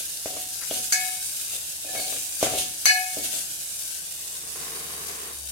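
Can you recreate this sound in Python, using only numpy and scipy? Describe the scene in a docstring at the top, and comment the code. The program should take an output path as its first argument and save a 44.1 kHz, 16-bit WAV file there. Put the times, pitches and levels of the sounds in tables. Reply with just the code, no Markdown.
"""Soaked lentils sizzle in hot oil in a metal pot, close to the microphone in a small kitchen.
The sizzle is random pops and hiss, coloured by the pot; it flares with each stir and settles when left alone.
A steel spoon knocks and scrapes over the loaded bottom (damped modes, rough slips and narrow bands of noise),
and twice clinks against the wall, which rings in beating pairs of modes. Later a dish slides over the
counter (fine slips through its hollow body), above a wavering low hum that grows towards the end."""
import sys
import numpy as np
from scipy import signal
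from scipy.fft import rfft, irfft
from scipy.io import wavfile
from scipy.ndimage import uniform_filter1d

SR = 44100
rng = np.random.default_rng(int(sys.argv[2]) if len(sys.argv) > 2 else 0)


def store_wav(level_fs):
    """Save 16-bit WAV to argv[1]."""
    pcm = np.round(np.clip(np.atleast_2d(level_fs), -1, 1) * 32767)
    wavfile.write(sys.argv[1], SR, pcm.T.astype(np.int16))


N = 242991
TIME = np.arange(N) / SR  # s

# relative spectrum of water bursting in the oil: f/Hz, level/dB per Hz
FRY = [(530, -45), (900, -37), (1040, -22), (1250, -21.5), (1530, -12), (1990, -16), (2730, -6.5),
       (3430, -8), (3730, -4), (4010, -6), (8870, 0.5), (12100, -3.5), (14900, -11), (16000, -11)]


def amp(db):
    """Decibels to gain."""
    return 10 ** (np.asarray(db) / 20)


def unit(x):
    """Scales to rms 1."""
    return x / np.sqrt(np.mean(x ** 2) + 1e-20)


def read(points, hz):
    """A spectrum table, joined on a log-frequency axis."""
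    f, value = np.transpose(points)
    return np.interp(np.log(hz + 1), np.log(f), value)


def level(rows):
    """A dB curve as a gain for each sample."""
    return amp(np.interp(TIME, *np.transpose(rows)))


def pan(db):
    """Left and right gains for a level difference."""
    gains = amp([[db / 2], [-db / 2]])
    return unit(gains)


def add(mix, s, sound):
    """Mixes a sound in at time s."""
    start = round(s * SR)
    part = mix[:, max(start, 0):max(start + sound.shape[-1], 0)]
    part += sound[..., max(-start, 0):][..., :part.shape[1]]


def colour(x, points):
    """Causal minimum-phase filter with the given spectrum, so that clicks keep their sharp front."""
    hz = abs(np.fft.fftfreq(4096, 1 / SR))
    log_gain = np.log(amp(read(points, hz)))
    response = np.exp(np.conj(signal.hilbert(log_gain)))
    taps = np.fft.ifft(response).real[:2048]
    return signal.oaconvolve(x, taps[None], axes=1)[:, :x.shape[1]]


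def ports(x):
    """Two unrelated signals become a microphone pair whose left-right likeness varies with frequency."""
    # likeness of the two microphone ports: f/Hz, correlation (-1 to 1)
    alike = [(60, 0.42), (200, 0.77), (400, 0.64), (700, 0.22), (1300, -0.3), (2500, -0.27), (16000, 0.35)]
    a, b = rfft(x)
    same = np.clip(read(alike, np.fft.rfftfreq(x.shape[1], 1 / SR)), -1, 1)
    mid = a * np.sqrt((1 + same) / 2)
    side = b * np.sqrt((1 - same) / 2)
    return irfft(np.array([mid + side, mid - side]), x.shape[1])


def pops(size, per_s, spread_db):
    """Random clicks of uneven strength that reach each port with their own strength."""
    strength = amp(spread_db * np.minimum(rng.exponential(1, size), 5))
    happens = rng.random(size) < per_s / SR
    return unit(strength * happens * rng.standard_normal((2, size)))


def waver(seconds, size=N):
    """A slow random drift of rms 1 that changes over about this time."""
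    width = max(int(seconds * SR), 1)
    once = uniform_filter1d(rng.standard_normal(size), width)
    return unit(uniform_filter1d(once, width))


def room_air():
    """The kitchen's soft rumble: steady noise, strongest in the bass."""
    # relative spectrum of the room's air: f/Hz, level/dB per Hz
    rumble = [(20, -11), (40, -8), (65, -8), (100, -4.5), (125, -5.5), (170, 0), (240, -18.5), (310, -3),
              (400, -11), (650, -3.5), (1000, -10), (2000, -19.5)]
    air_db = -53
    return amp(air_db) * unit(colour(ports(rng.standard_normal((2, N))), rumble))


def hum():
    """A low tone whose pitch and level waver slowly."""
    # the hum grows towards the end: t/s, level/dB
    growth = [(0, -60), (4.3, -61.5), (5.1, -52.5), (5.33, -53.5), (5.45, -46)]
    hum_hz, waver_hz, pitch_waver_s = 72, 3.32, 0.0488
    waver_db, level_waver_s = 1, .1
    tone = np.sin(2 * np.pi * np.cumsum(hum_hz + waver_hz * waver(pitch_waver_s)) / SR)
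    return level(growth) * amp(waver_db * waver(level_waver_s)) * tone


def kitchen(x):
    """Dense reflections from hard walls, each band dying at its own speed."""
    # decay of the kitchen's reflections: f/Hz, t60/s
    decay = [(100, 0.89), (500, 0.29), (2000, 0.32), (8000, 0.38), (16000, 0.04)]
    size = SR // 2
    after_gap = np.arange(size) > .004 * SR
    taps = rng.standard_normal((2, size)) * (rng.random((2, size)) < .12) * after_gap
    hz, t, z = signal.stft(ports(taps), SR, nperseg=256)
    dying = z * amp(-60 * t / read(decay, hz)[:, None])
    tail = signal.istft(dying, SR, nperseg=256)[1]
    return signal.oaconvolve(x, tail / np.linalg.norm(tail[0]), axes=1)[:, :N]


def dish():
    """A dish dragged over the counter: fine slips through its hollow body."""
    # relative spectrum of the hollow dish: f/Hz, level/dB per Hz
    body = [(100, -21), (168, 0.5), (200, -2.5), (255, -6.5), (320, 0), (450, 6.5), (570, -6), (720, 0),
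            (860, -4.5), (1080, 5.5), (1280, -1), (1800, 0), (3000, -3.5), (6000, -11.5)]
    # nudged with growing force, dragged at an even pace, then coasting to rest
    nudge_s, drag_s, stop_s = 4.07, 4.55, 5.303
    nudge_db, drag_db, grip_s, coast_s = -47, -40.5, 0.0072, 0.056
    nudge = amp(nudge_db) * np.clip((TIME - nudge_s) / (drag_s - nudge_s), 0, 1)
    drag = amp(drag_db) * np.clip((TIME - drag_s) / grip_s, 0, 1)
    coast = np.exp(-np.maximum(TIME - stop_s, 0) / coast_s)
    slips = ports(pops(N, per_s=3500, spread_db=-0.5))
    return np.maximum(nudge, drag) * coast * unit(colour(slips, body))


def rubbing_bands():
    """Narrow bands of noise while things rub: squeaks, a bright rasp, the wall's hum, a dish's low judder."""
    # narrow bands: t/s, length/s, f/Hz, width/Hz, level/dB
    bands = [(0.606, 0.045, 1710, 1400, -44), (0.705, 0.012, 3270, 610, -32), (1.849, 0.04, 2500, 40, -47),
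             (1.877, 0.045, 1728, 37, -48.5), (1.874, 0.26, 748, 40, -47.5),
             (1.947, 0.062, 2212, 9.2, -39.5), (1.946, 0.053, 1650, 140, -47.5),
             (1.961, 0.13, 4430, 210, -41.5), (2.58, 0.05, 9080, 90, -34.5), (4.78, 0.13, 164, 10, -53)]
    out = np.zeros((2, N))
    for s, length, hz, width, db in bands:
        size = int(length * SR)
        f = np.fft.rfftfreq(size, 1 / SR)
        passband = 1 / (1 + (2 * (f - hz) / width) ** 2)
        noise = irfft(rfft(rng.standard_normal(size)) * passband, size)
        add(out, s, amp(db) * unit(noise) * signal.windows.tukey(size, .7))
    return out


def bottom_ring():
    """The bottom's answer to one tap: short modes, their onset and colour cushioned by the lentils."""
    # the bottom's modes, damped by the lentils: f/Hz, level before the cushion/dB, t60/s
    bottom_modes = [(115, -30.5, 0.15), (268, -20.5, 0.043), (316.5, -20.5, 0.12), (426, -21, 0.089),
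                    (572, 1.5, 0.014), (645, -2, 0.022), (741, -23.5, 0.58), (795, -29, 0.12)]
    # lentils cushion the blow: f/Hz, gain/dB
    cushion = [(30, -20.5), (120, 3.5), (200, -8), (300, 2), (750, -5.5), (950, -15), (1500, -8),
               (4000, -30)]
    t = np.arange(SR // 2) / SR
    modes = sum(amp(db - 60 * t / t60) * np.cos(2 * np.pi * hz * t) for hz, db, t60 in bottom_modes)
    return colour(modes[None] * (1 - np.exp(-t / 0.00037)), cushion)[0]


def lowest_tone(twin=0.56):
    """The wall's lowest mode: a close pair that cancels early and blooms late; a weak neighbour ripples it."""
    t = np.arange(SR) / SR
    late = t - .032  # s, the moment the pair is in opposition
    strong = np.sin(2 * np.pi * 739.2 * late)
    opposed = np.clip(twin, 0, 1) * np.sin(2 * np.pi * 741.7 * late)
    neighbour = amp(-19.5) * np.sin(2 * np.pi * 783 * t)
    fade = amp(-60 * t / .56 + .8 * waver(.02, size=SR))
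    swell = 1 - np.exp(-t / .02)
    return (strong - opposed + neighbour) * fade * swell * pan(db=6.5)


def wall_ring(side):
    """The wall's answer to one blow: each mode swells, beats against its twin and dies away."""
    # the wall's modes, each split into twins because the pot is not quite round; a negative share
    # starts in opposition: f/Hz, offset of the twin/Hz, level struck far/dB, level struck near/dB,
    # twin's share far, twin's share near, swell/s, t60/s, left-right/dB, left port leads by/rad
    wall_modes = [(1600, 9, -36, -36, 0.9, -0.4, 0.002, 0.25, 2, -1.1),
                  (1656, -15, -21, -23, 0, -0.7, 0.03, 0.18, 2, -0.8),
                  (1713, 16.5, -19, -11, 0.35, 0.4, 0.025, 0.45, 0.5, 1.65),
                  (1730, -6.4, -28, -18, 1, -1, 0.003, 0.23, -7, 3.7),
                  (2207.5, -15, -25, -22.5, -0.15, 0.55, 0.004, 0.66, 9, 0.2),
                  (2214, -15.6, -26.5, -16.5, 0.55, -1, 0.008, 0.42, -5, -2.0),
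                  (2528.5, -4.5, -28.3, -17.7, 0.2, 0.35, 0.03, 0.5, 6, -1.1),
                  (2936, -10, -38, -25, -0.1, -0.6, 0.002, 0.48, 11, 0.9),
                  (3471, -29, -37, -30, -0.2, 0.2, 0.019, 0.4, 4, -1.9),
                  (4143, -6, -32, -27, -0.2, -0.8, 0.002, 0.35, 3, -1.4),
                  (4184, 22, -52, -17, -0.1, -0.3, 0.002, 0.31, 5, 1.7),
                  (4346, -20, -55, -20, 0.3, 0.8, 0.006, 0.29, 3, 2.5),
                  (4532, -25, -23, -19, 0.5, 0.9, 0.002, 0.19, 7, 2.2),
                  (4607, 16, -34, -41, 0.8, -0.9, 0.002, 0.22, 5, 1.6),
                  (4911, 9, -24.5, -20.5, -0.1, -0.75, 0.003, 0.34, 15, -2.3),
                  (5473, 9, -33, -32, -0.3, -0.3, 0.002, 0.4, 6, -1.9),
                  (5798, 4.5, -27.5, -23, 1, -0.7, 0.009, 0.31, 4, -0.6),
                  (6069, 48, -35, -21, -0.9, -0.8, 0.002, 0.16, -3, 1.6),
                  (6219, 30, -26, -18, -0.2, 0.9, 0.002, 0.12, 1, 1.8),
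                  (6285, -15, -34, -22, 0.3, 0.3, 0.012, 0.25, 5, -1.4),
                  (6664, 31, -23, -29, -0.5, 0.8, 0.002, 0.12, -8, 2.0),
                  (6786, 12, -24, -20, 0.1, 0.5, 0.012, 0.25, 6, -2.3),
                  (7661, 26, -29, -29, -0.9, 0.1, 0.002, 0.25, -1, 1.6),
                  (7882, -20, -29, -22, 0.7, 0.3, 0.006, 0.25, 5, -1.9),
                  (8789, 48, -30, -41, -0.6, 0.2, 0.002, 0.25, 9, 2.8),
                  (9066, 20, -28, -28, 0.2, -0.9, 0.012, 0.25, 1, -1.1),
                  (9990, -22, -38, -27, -0.9, -0.9, 0.011, 0.21, 3, -0.4)]
    flutter_db, flutter_s = 3, 0.0057  # the moving spoon shades the ring unevenly
    t, ring = np.arange(SR // 2) / SR, np.zeros((2, SR // 2))
    right = np.array([[0], [1]])
    for hz, split, far_db, near_db, far_twin, near_twin, swell, t60, lean_db, lead in wall_modes:
        db, twin = (near_db, near_twin) if side > .5 else (far_db, far_twin)
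        turn = 2 * np.pi * hz * t - lead * right
        twin_turn = turn + 2 * np.pi * (split * t + .2 * right)
        pair = np.sin(turn) + twin * np.sin(twin_turn)
        shade_db = flutter_db * waver(flutter_s, size=len(t))
        fade = amp(db + shade_db - 60 * t / t60)
        ring += pan(lean_db) * fade * (1 - np.exp(-t / swell)) * pair
    return ring


def spoon_ring(count=90):
    """The struck spoon's many close high modes, soon damped by the hand."""
    # relative strength of the spoon's modes: f/Hz, level/dB
    spoon_modes = [(3900, -10), (4600, -4), (5300, -3), (6500, 4), (8000, 0.5), (10000, -5.5), (12000, -7),
                   (14000, -9)]
    t60_s = 0.21
    t = np.arange(SR // 4) / SR
    hz = np.linspace(spoon_modes[0][0], spoon_modes[-1][0], count)
    hz = hz + (hz[1] - hz[0]) * rng.uniform(-0.54, 0.49, count)
    modes = sum(amp(read(spoon_modes, f)) * np.sin(2 * np.pi * (f * t + rng.random((2, 1)))) for f in hz)
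    return unit(modes) * amp(-60 * t / t60_s)


def scrapes():
    """Uneven slips of the edge shake the bottom, rasp on the metal and faintly ring the wall."""
    # spoon strokes: t/s, length/s, grind of the bottom: level/dB, rasp of the edge: level/dB
    strokes = [(-.03, 0.05, -44.5, -31.5), (0.263, 0.16, -51, -42.5), (0.71, 0.083, -45, -34.5),
               (1.511, 0.062, -50.5, -37), (1.842, 0.19, -42.5, -40.5), (2.015, 0.174, -47.5, -37.5),
               (2.406, 0.062, -37, -28.5), (2.479, 0.12, -41, -33.5), (2.572, 0.068, -51, -28),
               (3.158, 0.045, -39, -45), (3.224, 0.051, -49, -30.5), (3.311, 0.064, -45, -35)]
    # relative spectrum of the rasping edge: f/Hz, level/dB per Hz
    edge = [(600, -16), (1900, -13), (2900, 1.5), (4000, 1), (5200, -4), (6500, 2), (8000, -3), (9300, 1),
            (12000, -3), (16000, -13.5)]
    out = np.zeros((2, N))
    slips = ports(pops(N, per_s=260, spread_db=1.5))
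    grind = unit(signal.oaconvolve(slips, bottom_ring()[None], axes=1)[:, :N])
    rasp = unit(colour(pops(N, per_s=9000, spread_db=1), edge))
    catching = amp(1.5 * waver(.012))
    push = np.zeros(N)
    for s, length, grind_db, rasp_db in strokes:
        progress = np.clip((TIME - s) / length, 0, 1)
        pressure = catching * np.sqrt(abs(np.sin(np.pi * progress)))
        push += amp(grind_db) * pressure
        out += amp(rasp_db) * pressure * rasp
    wall = wall_ring(0)
    ringing = signal.oaconvolve(push * slips, wall / np.linalg.norm(wall[0]), axes=1)[:, :N]
    return out + push * grind + amp(-5.5) * ringing


def knocks():
    """The spoon lands through the lentils: dull thud, short tick of the edge, low boom, faint wall tone."""
    # spoon down on the bottom: t/s, thud before a 3 dB cut: level/dB, tick: level/dB, tick decay/s,
    # lowest tone of the wall: level/dB, boom of the pot: level/dB
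    landings = [(.258, -14.5, -35.5, 0.027, -33.5, -59), (.3665, -22.5, -37, .02, -38, -68),
                (.711, -14, -37, .02, -39.5, -50.5), (1.951, -22.5, -30, 0.012, -48, -62),
                (1.996, -23, -35, 0.0066, -42, -59), (2.022, -30, -43, .008, -46, -66),
                (2.124, -25, -31.5, .008, -42.5, -54), (2.164, -34, -30, 0.0034, -57, -66),
                (2.4114, -32, -32, 0.022, -50, -70), (2.4278, -2.5, -22.5, 0.031, -33.5, -62),
                (2.459, -17, -30, 0.029, -52, -72), (2.468, -15, -32, 0.026, -52, -72),
                (2.524, -19.5, -38, .008, -58, -69), (2.537, -14.5, -37, .012, -61, -69),
                (2.552, -22.5, -35, .012, -66, -66), (3.17, -21.5, -46, .028, -38, -45.5)]
    # relative spectrum of the edge's tick: f/Hz, level/dB per Hz
    tick_spectrum = [(500, -23), (1100, 4), (1700, -0.5), (2400, 3.5), (3250, 0.5), (4200, -4), (6300, 1.5),
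                     (9500, -1), (16000, -13)]
    # the whole pot shudders on its stand: f/Hz, level/dB per Hz
    shudder = [(40, -28), (75, -5), (180, -4.5), (300, 3), (700, -34)]
    boom_decay_s = 0.11
    rebound_s, rebound_db = 0.0045, -18  # the spoon touches again just after it lands
    out, thud = np.zeros((2, N)), bottom_ring()
    t = np.arange(len(thud)) / SR
    for s, thud_db, tick_db, tick_s, low_db, boom_db in landings:
        tick = unit(colour(rng.standard_normal((2, len(t))), tick_spectrum)) * np.exp(-t / tick_s)
        blow = amp(thud_db - 3.0) * thud * pan(db=1.0)
        add(out, s, blow + amp(tick_db) * tick)
        add(out, s + rebound_s, amp(rebound_db) * blow)
        rumble = unit(colour(ports(rng.standard_normal((2, len(t)))), shudder))
        add(out, s, amp(boom_db) * rumble * np.exp(-t / boom_decay_s))
        add(out, s, amp(low_db) * lowest_tone())
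    return out


def clinks():
    """Steel clashes on the wall; the spoon shimmers briefly and the wall rings on."""
    # spoon against the wall: t/s, wall ring: level/dB, steel clash: level/dB, ring of the spoon: level/dB,
    # side (0 far, 1 near), lowest tone: level/dB, share of its twin (0-1)
    strikes = [(0.923, -1.5, -20, -18.5, 0, -23.5, 0.65), (2.856, -0.5, -14, -25, 1, -17.5, 0.97)]
    # relative spectrum of steel on steel: f/Hz, level/dB per Hz
    steel = [(200, -13.5), (700, -5.5), (1100, -8.5), (1700, 2.5), (3300, -6), (4350, 2.5), (5200, -6.5),
             (6300, 6.5), (7200, -17), (8000, -1.5), (11000, 2.5), (16000, -11)]
    out, t = np.zeros((2, N)), np.arange(SR) / SR
    for s, db, clash_db, spoon_db, side, low_db, twin in strikes:
        crack = np.exp(-t / 0.0026) + amp(-6.5) * np.exp(-t / 0.044)
        clash = unit(colour(rng.standard_normal((2, SR)), steel)) * crack
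        add(out, s, amp(db) * wall_ring(side))
        add(out, s, amp(spoon_db) * spoon_ring())
        add(out, s, amp(clash_db) * clash + amp(low_db) * lowest_tone(twin))
    return out


def spits():
    """Now and then a larger drop of water bursts in the oil: a very short burst of noise."""
    # large bursts: t/s, level/dB
    drops = [(.172, -21), (.506, -29), (3.906, -25)]
    decay_s = 0.00092
    out, t = np.zeros((2, N)), np.arange(SR // 20) / SR
    for s, db in drops:
        burst = unit(colour(rng.standard_normal((2, len(t))), FRY))
        add(out, s, amp(db) * burst * np.exp(-t / decay_s))
    return out


def in_pot(x, echo=0.86, count=10):
    """Quick echoes off the pot and the moving spoon ripple the hiss; their strengths drift."""
    out, steps = x.copy(), np.linspace(0, TIME[-1], num=40)
    for port, wave in zip(out, x):
        for delay_s in rng.uniform(.0004, .006, count):
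            strength = np.interp(TIME, steps, rng.uniform(-0.59, 1, len(steps)))
            port += echo * strength * np.roll(wave, int(delay_s * SR))
    return out


def boil():
    """How hard the oil boils: the liveliest flare of the moment over a calm simmer."""
    # each stir turns wet lentils on to the hot metal and the boil flares: t/s, level before sizzle's gain/dB
    stirs = [(-.2, -37.5), (.33, -37), (.66, -36), (.95, -34), (1.48, -37), (1.92, -35), (2.88, -34.5)]
    flare_s, settle_db_per_s = 0.067, 6.5  # a flare rises quickly, then settles
    calm_db = -41  # before sizzle's gain
    flutter_db, flutter_s = .5, 0.028  # the boil's own unevenness
    flares = []
    for s, db in stirs:
        rise = np.clip((TIME - s) / flare_s, 0, 1)
        flares.append(rise * amp(db - settle_db_per_s * (TIME - s)))
    return np.hypot(amp(calm_db), np.max(flares, axis=0)) * amp(flutter_db * waver(flutter_s))


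def sizzle():
    """Steam bursts through the oil in thousands of tiny pops; the smallest blur into a hiss."""
    bursts = pops(N, per_s=4500, spread_db=2.6) + amp(-2) * rng.standard_normal((2, N))
    frying = unit(colour(in_pot(bursts), FRY))
    return amp(5.5) * boil() * frying * pan(db=0.8)


def scene():
    """Everything in the pot and on the counter; knocks, clinks and rubbing also reflect from the kitchen."""
    thuds, rings, rubs = knocks(), clinks(), scrapes() + rubbing_bands()
    echo = kitchen(amp(-9.0) * thuds + amp(-15.5) * rings + amp(-3.0) * rubs)
    background = room_air() + hum()
    return background + dish() + echo + rubs + thuds + rings + spits() + sizzle()


def record(dry):
    """The recorder's band limit: a steep low-pass."""
    cut_hz = 15950
    taps = signal.firwin(511, cut_hz, window=("kaiser", 9), fs=SR)
    return signal.oaconvolve(dry, taps[None], "same")


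dry = scene()
out = record(dry)
store_wav(out)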